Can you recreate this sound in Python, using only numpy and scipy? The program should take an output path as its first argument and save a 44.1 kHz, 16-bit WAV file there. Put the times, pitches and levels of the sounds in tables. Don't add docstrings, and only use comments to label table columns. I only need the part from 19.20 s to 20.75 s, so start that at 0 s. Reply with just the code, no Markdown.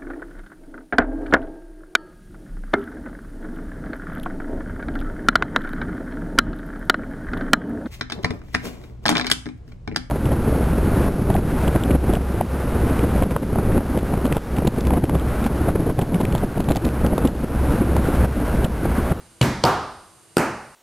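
import sys
import numpy as np
from scipy import signal
from scipy.fft import rfft, irfft
from scipy.io import wavfile
from scipy.ndimage import uniform_filter1d

SR = 44100
rng = np.random.default_rng(int(sys.argv[2]) if len(sys.argv) > 2 else 0)


def undo_db(level):
    steps = np.asarray(level, float) / 20
    return 10 ** steps


def to_wav(s):
    ch = np.atleast_2d(s).T
    pcm = np.round(np.clip(ch, -1, 1) * 32767)
    wavfile.write(sys.argv[1], SR, pcm.astype(np.int16))


N = 68355

# frequency in Hz, level in dB.
COLOURS = [
    [(60, 0), (240, -1), (500, -11.5), (2110, -17.5), (2700, -26), (5500, -29.5), (10000, -32.5),
     (14500, -31)],
    [(60, -9), (560, -6), (730, -6), (1250, -5), (1970, -20.5), (5300, -29.5), (7500, -33.5),
     (14500, -33.5)],
    [(60, -9), (300, -1.5), (1430, -7.5), (2600, -16.5), (3400, -30.5), (5200, -28.5), (8600, -26.5),
     (14500, -31)],
]
BAND_HZ = 690


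def evened(x):
    return x / np.sqrt(np.mean(x ** 2) + 1e-20)


def read(points, hz):
    f, value = np.transpose(points)
    return np.interp(np.log(hz + 1), np.log(f + 1), value)


def add(mix, start_s, sound):
    at = round(start_s * SR)
    sound = sound[:, max(-at, 0):]
    part = mix[:, max(at, 0):][:, :sound.shape[1]]
    part += sound[:, :part.shape[1]]


def paired(x, likeness, gain):
    n = x.shape[1]
    first, second = rfft(x)
    c = np.clip(read(likeness, np.fft.rfftfreq(n, 1 / SR)), 0, 1)
    right = c * first + np.sqrt(1 - c ** 2) * second
    return irfft(gain * np.array([first, right]), n)


def room(colour):
    # frequency in Hz, t60 in s.
    decay = [(60, 0.93), (150, 0.61), (400, 0.56), (1000, 0.69), (2500, 0.67), (5000, 0.85), (8000, 0.49),
             (13000, 0.3)]
    # frequency in Hz, left-right likeness 0-1.
    room_likeness = [(200, 1), (1000, 0.97), (2700, .88), (5500, 0.85), (9500, 0.68), (13000, 0.43)]
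    rise_s = 0.009
    taps = np.zeros((2, SR))
    at = np.arange(0, SR - 16, 16) + rng.integers(0, 16, (2, (SR - 1) // 16))
    np.put_along_axis(taps, at, rng.choice([-1., 1.], at.shape), 1)
    gain = undo_db(read(colour, np.fft.rfftfreq(SR, 1 / SR)))
    taps = evened(paired(taps, room_likeness, gain))
    hz, t, z = signal.stft(taps, SR, nperseg=512)
    fade = undo_db(-60 * t / read(decay, hz)[:, None])
    tail = signal.istft(z * fade, SR, nperseg=512)[1][:, :SR]
    return tail * (1 - np.exp(-np.arange(SR) / SR / rise_s))


def earlier_tail():
    mix = np.zeros((2, N))
    add(mix, -0.3, undo_db(-20) * room(COLOURS[0]))
    return mix


def camera():
    # frequency in Hz, level in dB.
    hiss_colour = [(40, -6.5), (130, -3), (350, -6), (1000, -11), (2200, -16), (7000, -19.5), (8700, -13),
                   (12400, -20)]
    # frequency in Hz, left-right likeness 0-1.
    hiss_likeness = [(200, 0.73), (1000, 0.79), (5500, 0.62), (9500, 0.18), (13000, 0.57)]
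    orders = [1, 3.5, 16, 30, 42, 48, 49, 60, 66, 72, 74, 78, 85.5, 89, 90, 91, 92, 96, 97, 101, 103, 104,
              107]
    order_db = [-72, -66.5, -77.5, -74, -78, -91, -73, -84, -71, -73, -101, -70.5, -68, -81, -68, -96, -67,
                -95, -70, -69, -70, -85, -77]
    motor_hz, hiss_db = 95.14, -53.5
    hz, t = np.fft.rfftfreq(N, 1 / SR), np.arange(N) / SR
    hiss = evened(paired(rng.standard_normal((2, N)), hiss_likeness, undo_db(read(hiss_colour, hz))))
    whine = np.zeros((2, N))
    for order, db in zip(orders, order_db):
        phase, skew = rng.random(2)
        turns = order * motor_hz * t + phase + np.array([[0], [0.06 * skew]])
        whine += np.sqrt(2) * undo_db(db) * np.sin(2 * np.pi * turns)
    return undo_db(hiss_db) * hiss + whine


def crack(length_s, peaks):
    # frequency in Hz, left-right likeness 0-1.
    direct_likeness = [(200, 0.59), (1000, 1), (2700, .96), (5500, 0.87), (9500, 0.73), (13000, 0.8)]
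    patter_s, patter_db = 0.0019, -12
    fizz_db, fizz_top_hz = -25.5, 6000
    t = np.arange(2048) / SR - 0.01
    burst = np.exp(-(t / length_s) ** 2) + undo_db(patter_db) * np.exp(-abs(t) / patter_s)
    hz = np.fft.rfftfreq(2048, 1 / SR)
    gain = undo_db(fizz_db) / (1 + 1j * hz / fizz_top_hz)
    for k, (peak_hz, width_hz, db) in enumerate(peaks):
        gain = gain + (-1) ** k * undo_db(db) / (1 + 2j * (hz - peak_hz) / width_hz) ** 2
    click = 9.0 * (abs(t) == abs(t).min()) * np.array([[1], [0]])
    snap = paired(rng.standard_normal((2, 2048)) * burst + click, direct_likeness, gain)
    return snap / abs(snap).max()


def thump(modes):
    rise_s, right_lead_s = 0.00038, 0.00005
    t = np.arange(SR // 2) / SR
    t_ears = t + np.array([[0], [right_lead_s]])
    ring = sum(undo_db(db - 60 * t / t60_s) * np.cos(2 * np.pi * hz * t_ears) for hz, db, t60_s in modes)
    return ring * (1 - np.exp(-t / rise_s))


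def rings(waves):
    rise_s, t60_s = 0.0082, 0.57
    t = np.arange(SR) / SR
    ring = np.zeros((2, SR))
    for hz, db in waves:
        phase, skew = rng.random(2)
        turns = hz * t + phase + np.array([[0], [0.015 * skew]])
        ring += undo_db(db - 60 * t / t60_s) * np.sin(2 * np.pi * turns)
    return ring * (1 - np.exp(-t / rise_s))


def slaps():
    lands_s = [
        .2123,
        .4388,
        1.1689,
    ]
    # crack lag in s, crack length in s, crack level in dB, room level in dB.
    hits = [
        (.0028, 0.0022, -9.5, -13.5),
        (0.00052, 0.0013, -5, -13),
        (0.00087, 0.00059, -5.5, -16),
    ]
    # frequency in Hz, level in dB, t60 in s.
    tops = [
        [(70, -25.5, .3), (125.2, -4.5, 0.17), (248, -29, 0.069), (292, -21.5, 0.37), (517, -12, 0.037),
         (955, -16.5, 0.029)],
        [(81.1, -32, 0.64), (131.6, -10, 0.12), (354, -9, 0.028), (515, -1, 0.021), (740, -14, 0.067),
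         (924, -13, 0.082), (1176, -34, 0.11)],
        [(66.5, -28, 0.22), (145, -19, 0.1), (180, -15.5, 0.066), (220, -10, 0.061), (273, -11, 0.094),
         (348.5, -6, 0.051), (410, -16.5, 0.033), (1384, -11, 0.034)],
    ]
    # frequency in Hz, width in Hz, level in dB.
    cracks = [
        [(2740, 1500, 3.5), (3790, 1700, 1.5), (7660, 3600, -7), (11000, 2500, -26)],
        [(2220, 980, -3.5), (3170, 780, 2), (4830, 1440, 2.5), (8100, 3000, -16), (12100, 670, -21)],
        [(2660, 1140, -0.5), (4850, 1230, 0.5), (8500, 1900, -0.5), (11960, 1500, -8)],
    ]
    # frequency in Hz, level in dB.
    standing = [
        [(129, -25), (245, -25.5), (297, -28), (385, -26), (672, -36), (926, -30)],
        [(382, -26), (507, -29), (738, -20), (852, -32), (920, -21.5), (1025, -23.5), (1163, -22.5)],
        [(170, -34.5), (228, -25.5), (333, -25.5), (440, -39), (767, -28), (880, -27.5), (1380, -28)],
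    ]
    echo_s = [0, .0062, .0122, .0150, .0245]
    # crack level in dB, thump level in dB.
    echoes = [
        (4.5, 1),
        (-13.5, -19),
        (-4.5, -6.5),
        (-9.5, -19),
        (-22, -23),
    ]
    room_start_s = 0.004
    mix = np.zeros((2, N))
    hands = zip(lands_s, hits, tops, cracks, COLOURS, standing)
    for land_s, (lag_s, length_s, crack_db, room_db), modes, peaks, colour, waves in hands:
        low = thump(modes)
        for delay_s, (snap_db, low_db) in zip(echo_s, echoes):
            add(mix, land_s + delay_s, undo_db(low_db) * low)
            snap = undo_db(crack_db + snap_db) * crack(length_s, peaks)
            add(mix, land_s + delay_s + lag_s - 0.01, snap)
        add(mix, land_s + room_start_s, undo_db(room_db) * room(colour) + rings(waves))
    return mix


def scene():
    return earlier_tail() + camera() + slaps()


def thinned(x):
    open_db = [-71, -65, -58, -46, -44]
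    steady_top_hz = 12450
    hz, t, z = signal.stft(x, SR, nperseg=512, noverlap=384)
    band = np.floor((hz - steady_top_hz) / BAND_HZ)
    power = uniform_filter1d(2 * (abs(z) ** 2).mean(0) / 1.5, size=9, axis=1)
    is_open = np.tile(band[:, None] < 0, len(t))
    for k, db in enumerate(open_db):
        is_open[band == k] = power[band == k].sum(0) > undo_db(2 * db)
    return signal.istft(z * is_open, SR, nperseg=512, noverlap=384)[1][:, :N]


def low_pass(x):
    return signal.sosfilt(signal.butter(12, 15610, fs=SR, output="sos"), x)


def record(dry):
    # frequency in Hz, level in dB.
    ports = [(200, -.45), (1000, -.7), (2700, -.6), (5500, -1.9), (9500, -1.4), (13000, -.8)]
    mic_low_hz, edge_hz, limit = 59.4, 15600, 1.0
    hz = np.fft.rfftfreq(2 * N, 1 / SR)
    balance = undo_db(read(ports, hz) * np.array([[0.5], [-0.5]]))
    bass_cut = (1j * hz / (mic_low_hz + 1j * hz)) ** 2
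    top_edge = np.clip((edge_hz - hz) / BAND_HZ, 0, 1)
    heard = irfft(rfft(dry, 2 * N) * balance * bass_cut * top_edge, 2 * N)[:, :N]
    limited = limit * np.tanh(heard / limit)
    return low_pass(thinned(limited))


dry = scene()
out = record(dry)
to_wav(out)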